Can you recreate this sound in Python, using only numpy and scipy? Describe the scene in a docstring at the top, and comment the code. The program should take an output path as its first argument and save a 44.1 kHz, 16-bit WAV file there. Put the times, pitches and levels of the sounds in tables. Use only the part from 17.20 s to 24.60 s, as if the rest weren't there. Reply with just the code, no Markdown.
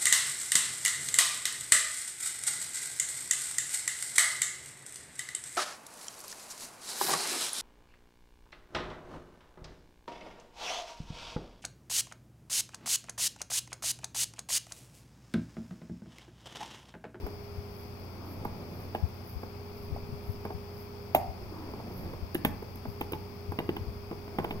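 """Teeth knock, crunch and snap on an antler: a dog gnaws it on a carpet in a quiet room.
Each bite knocks the jaw, rings the antler and crumbles its surface; the back teeth grind.
Soft bumps come from the carpet and the hand-held stereo microphone. Fur rubs, and wet lips
slide twice a second in spells. Behind it an appliance hums and twice coasts with a sinking
whoosh, over room rumble and microphone hiss."""
import sys
import numpy as np
from scipy import signal
from scipy.fft import rfft, irfft
from scipy.io import wavfile

SR = 44100
rng = np.random.default_rng(int(sys.argv[2]) if len(sys.argv) > 2 else 0)


def file_out(sig):
    """Save sig as 16-bit WAV at sys.argv[1]."""
    # one column per channel
    cols = np.atleast_2d(sig).T
    # limit, then scale
    lim = np.clip(cols, -1, 1)
    pcm = np.round(lim * 32767).astype(np.int16)
    wavfile.write(sys.argv[1], SR, pcm)


N = 326340
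T = np.arange(N) / SR
FREQS = np.maximum(np.fft.rfftfreq(N, 1 / SR), 1)


# bites: t/s, knock/dB, knock f/Hz, antler/dB, crunch/dB, snap/dB, slip offset/s (negative: early)
BITES = [(0.064, -31, 290, -34.5, -57, -46, 0.0081), (1.251, -27, 750, -29.5, -54, -45.5, -0.0027),
         (1.748, -21.5, 684, -27.5, -40, -46.5, 0.0086), (2.231, -35, 290, -34, -66, -59, .003),
         (2.761, -31.5, 720, -45, -66, -58, 0.0092), (3.25, -34, 390, -29.5, -52, -51, 0.0094),
         (3.304, -29.5, 690, -35, -62, -63, -0.0028), (3.947, -7, 694, -21, -26.5, -23, 0.012),
         (4.535, -52, 240, -35.5, -61, -62, .003), (4.599, -39, 710, -39.5, -62, -62, -0.0082),
         (4.933, -29.5, 328, -35, -64, -55, .002), (5.15, -15.5, 330, -29, -34, -33, -.005),
         (5.248, -17, 272, -20, -23.5, -27.5, 0.00016), (5.423, -36.5, 437, -37.5, -65, -54, .003),
         (5.555, -36.5, 243, -51, -64, -44.5, -0.000071), (5.652, -30.5, 250, -35, -63, -62, .003),
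         (5.811, -23, 307, -28, -38.5, -38, -0.0025), (5.932, -20, 332, -29.5, -37, -37.5, -.012),
         (6.319, -23.5, 335, -32.5, -57, -49, -0.00061), (6.387, -18.5, 303, -23.5, -36.5, -44.5, 0.013),
         (6.49, -15, 333, -26, -38, -52, 0.00079), (6.565, -27, 310, -34, -41.5, -47, -0.0013),
         (6.912, -23, 328, -31.5, -53, -61, 0.013), (7.077, -32, 294, -38.5, -64, -64, -0.003),
         (7.185, -16, 321, -21, -38, -45, 0.012), (7.243, -23, 384, -24.5, -38.5, -44, -0.0012),
         (7.307, -29, 287, -31, -38, -50, 0.0024)]
# modes of the antler clamped in the jaw: f/Hz, t60/s, level/dB
ANTLER_MODES = [(226, 0.021, -2), (453.5, 0.013, 2), (641, 0.009, 1), (808, 0.02, -4.5), (1012, 0.014, -6),
                (1495, 0.049, -26), (1610, 0.014, -19.5), (2180, 0.011, -18), (3550, 0.02, -34)]
# spectrum of the crumbling surface: f/Hz, level/dB
CRUNCH_SPECTRUM = [(500, -29), (1200, 6), (1650, 12.5), (2300, 13.5), (2850, 19.5), (3700, 5.5),
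                   (4500, -7.5), (5900, -21.5), (7500, -19), (16000, -35)]

def teeth(knock_db=-1.5, antler_db=3, crunch_db=-1, t60_cycles=7.4, give_s=0.00064, tip_ratio=1.233):
    """Each bite and its lighter slip crumble the surface, then knock the jaw and ring the antler."""
    knocks, crunch = np.zeros((2, N))
    for s, db, hz, ring_db, grit_db, _, slip_s in BITES:
        slip = undb(-8 - 0.3159 * max(db + 23, 0))  # relatively weaker in hard bites
        for at, force, pitch in ((s, 1, hz), (s + slip_s, slip, tip_ratio * hz)):
            knock = ring(pitch, t60_cycles / pitch, rise=0.002, size=4096)
            add(knocks, at + give_s, force * undb(db + knock_db) * knock)
            for mode_hz, t60, mode_db in ANTLER_MODES:
                detune, spread_db = rng.standard_normal(2)  # the tooth lands somewhere else each time
                mode = ring(mode_hz * (1 + .035 * detune), t60, rise=0.0018, size=2048)
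                gain = force * undb(ring_db + antler_db + mode_db + spread_db)
                add(knocks, at + give_s, gain * mode)
            add(crunch, at, force * undb(grit_db + crunch_db) * fracture(t60=0.022, crumbs_db=-7.5))
    return knocks + tint(crunch, CRUNCH_SPECTRUM)


def fracture(t60, crumbs_db, rise=0.0015, rough_db=3, size=4410):
    """A main crack and a trail of crumbs: tiny breaks of uneven size."""
    grain, spread = rng.standard_normal((2, size))
    break_sizes = np.repeat(undb(rough_db * np.clip(spread[::10], -2, 2)), 10)
    envelope = fade(t60, rise, size) + undb(crumbs_db) * fade(.05, rise, size)
    burst = envelope * unit(grain * break_sizes)
    bounce_samples = rng.integers(6, 40)  # an echo in the mouth colours each crack differently
    return burst + 0.19 * np.roll(burst, bounce_samples)


# spectrum of snapping chips: f/Hz, level/dB
SNAP_SPECTRUM = [(3000, -16), (6000, -11.5), (8000, -17.5), (9700, -5.5), (11300, -7.5), (13500, 7.5),
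                 (14200, -1.5), (15000, -16), (16000, 2)]

def snaps():
    """One chip breaks off per bite, where the tooth first catches."""
    out = np.zeros(N)
    for s, *_, snap_db, slip_s in BITES:
        add(out, s + min(slip_s, 0), undb(snap_db) * fracture(t60=0.02, crumbs_db=-12.5))
    return tint(out, SNAP_SPECTRUM)


# lingering tones: t/s, f/Hz, t60/s, level/dB
AFTER_RINGS = [(3.307, 748, 0.099, -44), (3.947, 3800, 0.035, -41), (3.947, 270, 0.05, -27),
               (3.951, 764, 0.53, -34), (3.951, 775, 0.3, -40), (5.935, 860, 0.16, -39.5),
               (6.386, 3750, 0.03, -46), (7.19, 1065, 0.43, -43)]

def after_rings():
    """A few hard bites ring on; close tones beat."""
    out = np.zeros(N)
    for s, hz, t60, db in AFTER_RINGS:
        add(out, s, undb(db) * ring(hz, t60, rise=0.0088))
    return out


# grinds along the antler: centre t/s, length/s, level/dB
GRINDS = [(1.2, 0.15, -42.5), (1.65, 0.067, -44), (2.78, 0.34, -43.5), (3.12, 0.14, -46.5),
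          (4.22, 0.034, -42.5), (4.85, 0.17, -41.5), (6.65, 0.25, -46.5), (7.35, .07, -35)]
# grinding spectrum, muffled by the cheeks: f/Hz, level/dB
GRIND_SPECTRUM = [(50, 3), (110, 6), (300, -2), (500, -5), (850, -20), (1300, -28), (4000, -49)]

def grinding(gain_db=-2):
    """The back teeth stick and slip quickly under pressure."""
    return undb(gain_db) * swells(GRINDS) * tint(catches(per_s=450), GRIND_SPECTRUM)


# soft bumps: t/s, level/dB, f/Hz
BUMPS = [(0.029, -26.5, 64), (0.371, -32, 80.5), (1.824, -18, 83.4), (2.153, -28.5, 74.6),
         (2.712, -26, 83.6), (2.918, -31.5, 132), (3.082, -25.5, 90.5), (3.338, -30, 92),
         (4.079, -28.5, 67), (5.018, -28, 74.5), (5.673, -29.5, 97), (6.28, -28, 94.2), (6.602, -31, 78),
         (6.669, -28, 69.2)]

def bumps(gain_db=2.5, right_db=-25):
    """Soft pushes on carpet and microphone give low thuds, mainly in the left port."""
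    out = np.zeros(N)
    for s, db, hz in BUMPS:
        thud = ring(hz, t60=0.05, rise=0.051)
        overtone = undb(-8) * ring(1.68 * hz, t60=0.045, rise=0.0098)
        add(out, s, undb(db + gain_db) * (thud + overtone))
    return np.array([out, undb(right_db) * out])


# shifts of head and paws on the carpet: centre t/s, length/s, level/dB
SHIFTS = [(0.03, .18, -42), (1.42, 0.87, -45.5), (4.42, 0.33, -42), (4.82, 0.33, -42), (7.25, 0.31, -41.5)]
# rubbing spectrum: f/Hz, level/dB
RUB_SPECTRUM = [(60, -7), (150, -10), (330, 3.5), (600, -8), (900, -10), (1400, -19.5), (2500, -23),
                (6000, -40)]

def rubbing(gain_db=-8, rest_db=-52.5, catch_db=-13):
    """Uneven fur friction with small catches of the teeth; it swells when the dog shifts."""
    friction = noise() * undb(2 * drift(34)) + undb(catch_db) * catches(per_s=40)
    envelope = undb(rest_db) + swells(SHIFTS)
    return undb(gain_db) * envelope * tint(friction, RUB_SPECTRUM)


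# spells of lip strokes: first t/s, end t/s, level/dB
LIP_SPELLS = [(0.605, 3.85, -60.5), (4.79, 5.0, -58.5), (5.71, 5.95, -64), (7.32, 7.4, -66)]
# spectrum of wet lips: f/Hz, level/dB
LIP_SPECTRUM = [(7000, -34), (9700, -17), (11200, -5), (12600, 0), (14000, -.5), (16000, -8)]

def lips(period_s=.499, stroke_s=.13, gain_db=-2, pop_db=-4, ragged_db=2, tick_db=-80):
    """Saliva fizzes and pops as the lips slide along the antler; stray wet ticks fall in between."""
    strokes = [(s, stroke_s, db) for first, end, db in LIP_SPELLS
               for s in np.arange(first, end, period_s)]
    flicker = undb(ragged_db * drift(22))
    fizz = flicker * (noise() + undb(pop_db) * catches(per_s=110))
    ticks = undb(tick_db) * catches(per_s=8)
    return tint(undb(gain_db) * swells(strokes) * fizz + ticks, LIP_SPECTRUM)


# appliance coasts: t/s, whoosh level/dB
COASTS = [(0.76, -50), (4.11, -50.5)]

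def whoosh(start_hz=450, sink_s=.75, width_hz=65, upper_db=-6):
    """As the appliance coasts, a noise band glides down with a weaker one about three times higher."""
    out = np.zeros(N)
    for s, db in COASTS:
        centre_hz = start_hz * np.exp(-np.maximum(T - s, 0) / sink_s)
        phase = 2 * np.pi * np.cumsum(centre_hz) / SR
        lower = drift(width_hz) * np.sin(phase) + drift(width_hz) * np.cos(phase)
        upper = drift(9.4 * width_hz) * np.sin(2.9 * phase) + drift(3.4 * width_hz) * np.cos(3.2 * phase)
        envelope = trapezoid(s, attack_s=0.28, length_s=1.055, release_s=0.19) ** 2
        out += undb(db) * envelope * (lower + undb(upper_db) * upper)
    return out


# appliance hum lines: f/Hz, level/dB
HUM_LINES = [(91.3, -48), (120, -54), (183, -58), (204.8, -59), (241, -59), (360.5, -64.5)]

def hum(whine_hz=408, whine_db=-49.5, dip_db=-9.5, lead_s=0.29):
    """Shaft, mains and blade tones; the whine dips at each coast, starting ahead of the whoosh."""
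    coasting = sum(trapezoid(s - lead_s, attack_s=0.6, length_s=1.91, release_s=0.22) for s, _ in COASTS)
    drone = sum(undb(db) * motor_tone(hz) for hz, db in HUM_LINES)
    whine = undb(whine_db + dip_db * coasting) * motor_tone(whine_hz)
    balance = undb([[-.5], [.5]])
    return balance * (drone + whine)


def motor_tone(hz, waver_hz=0.702):
    """A slightly wavering motor line; rms 1."""
    return np.sqrt(2) * np.sin(2 * np.pi * np.cumsum(hz + waver_hz * drift(4.3)) / SR)


# room rumble: f/Hz, density/(dB re 1/Hz)
RUMBLE_SPECTRUM = [(20, -103), (60, -69.5), (95, -72), (145, -79.5), (225, -77), (300, -96), (450, -84),
                   (900, -89), (1500, -108), (4000, -115)]
# hiss of either port: f/Hz, density/(dB re 1/Hz)
HISS_SPECTRUM = [(25, -95), (100, -78.5), (300, -81.5), (900, -84), (1600, -95), (2600, -100), (4000, -107),
                 (7600, -114), (10000, -108), (12500, -102), (15500, -99)]
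# humps in the left hiss: f/Hz, width/Hz, density/(dB re 1/Hz)
LEFT_HUMPS = [(30, 200, -73.5), (1137, 760, -84.5), (2344, 920, -87), (3390, 720, -93.5),
              (4774, 1125, -88.5), (5370, 1970, -95.5)]

def noise_floor():
    """Room rumble common to both channels, and separate hiss in each microphone port."""
    humps = sum(undb(db) * np.exp(-(2 * (FREQS - hz) / width) ** 2) for hz, width, db in LEFT_HUMPS)
    left = colour(noise(), np.hypot(shape(HISS_SPECTRUM), humps))
    right = colour(noise(), shape(HISS_SPECTRUM))
    rumble = colour(noise(), shape(RUMBLE_SPECTRUM))
    return np.sqrt(SR / 2) * (rumble + np.array([left, right]))


# spectrum of the room's echoes: f/Hz, level/dB
ECHO_SPECTRUM = [(80, 11.5), (250, -0.5), (500, -3.5), (800, 1), (1200, -5), (2000, -1), (3000, -6.5),
                 (6000, 7), (14000, 0.5)]

def room(x, gain_db=-11, side_db=-5):
    """Short, soft stereo reverberation of a furnished room."""
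    send = colour(x, shape(ECHO_SPECTRUM))
    mid, side = (signal.fftconvolve(send, reflections())[:N] for _ in range(2))
    return undb(gain_db) * (mid + undb(side_db) * np.array([side, -side]))


def reflections(low_t60_s=0.49, treble_t60_s=0.19, crossover_hz=2600):
    """Dense echoes from floor and furniture; the carpet takes the treble first."""
    low = 1 / (1 + (FREQS / crossover_hz) ** 4)
    tail = sum(colour(noise(), band)[:SR // 2] * fade(t60, rise=0.0045)
               for band, t60 in ((low, low_t60_s), (1 - low, treble_t60_s)))
    return tail / np.sqrt(np.sum(tail ** 2))


def ports(x, lag_s=0.00018):
    """The two microphone ports colour the dog in opposite ways; the right hears it later."""
    tilt = np.sqrt(shape([(300, 0.5), (2000, -5.0), (6000, 6.0), (12000, -12.0)]))
    delay = np.exp(-2j * np.pi * FREQS * lag_s)
    return np.array([colour(x, tilt), colour(x, delay / tilt)])


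def undb(db):
    """Decibels to gain."""
    return 10 ** (np.asarray(db) / 20)


def unit(x):
    """Scale to rms 1."""
    return x / np.sqrt(np.mean(x ** 2))


def shape(points):
    """Gain per frequency from (f/Hz, level/dB) points."""
    hz, db = np.transpose(points)
    return undb(np.interp(np.log(FREQS), np.log(hz), db))


def colour(x, gain):
    """Filter by a gain per frequency."""
    return irfft(rfft(x) * gain, N)


def tint(x, points):
    """Colour a white signal at constant power."""
    return colour(x, unit(shape(points)))


def noise():
    """White noise; rms 1."""
    return rng.standard_normal(N)


def drift(rate_hz):
    """Smooth random drift; rms 1."""
    return unit(colour(noise(), np.exp(-(FREQS / rate_hz) ** 2)))


def catches(per_s):
    """Tiny slips at random moments; rms 1."""
    return unit((rng.random(N) < per_s / SR) * noise())


def swells(rows):
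    """Gaussian swells from (centre t/s, length/s, level/dB) rows."""
    return sum(undb(db) * np.exp(-(2 * (T - s) / length) ** 2) for s, length, db in rows)


def trapezoid(s, attack_s, length_s, release_s):
    """Attack, hold and release from time s, all within length_s; peak 1."""
    return np.clip(np.minimum((T - s) / attack_s, (s + length_s - T) / release_s), 0, 1)


def fade(t60, rise, size=SR // 2):
    """Envelope that builds over rise seconds and dies away; peak 1."""
    t = T[:size]
    envelope = (1 - np.exp(-(t / rise) ** 2)) * np.exp(-np.log(1000) * t / t60)
    return envelope / envelope.max()


def ring(hz, t60, rise, size=SR // 2):
    """One damped mode."""
    return fade(t60, rise, size) * np.sin(2 * np.pi * hz * T[:size])


def add(track, s, sound):
    """Mix a sound into a track from time s on."""
    i = int(np.clip(s * SR, 0, N - 1))
    track[i:i + len(sound)] += sound[:N - i]


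def scene():
    """The gnawing dog in its room, over the appliance and the noise floor."""
    dog = teeth() + snaps() + grinding() + rubbing() + lips()
    background = whoosh() + hum() + noise_floor()
    return ports(dog + after_rings()) + room(dog) + bumps() + background


def record(dry, cutoff_hz=15750):
    """A steep low-pass cuts the top."""
    return signal.sosfilt(signal.ellip(10, .2, 80, cutoff_hz, fs=SR, output="sos"), dry)


dry = scene()
out = record(dry)
file_out(out)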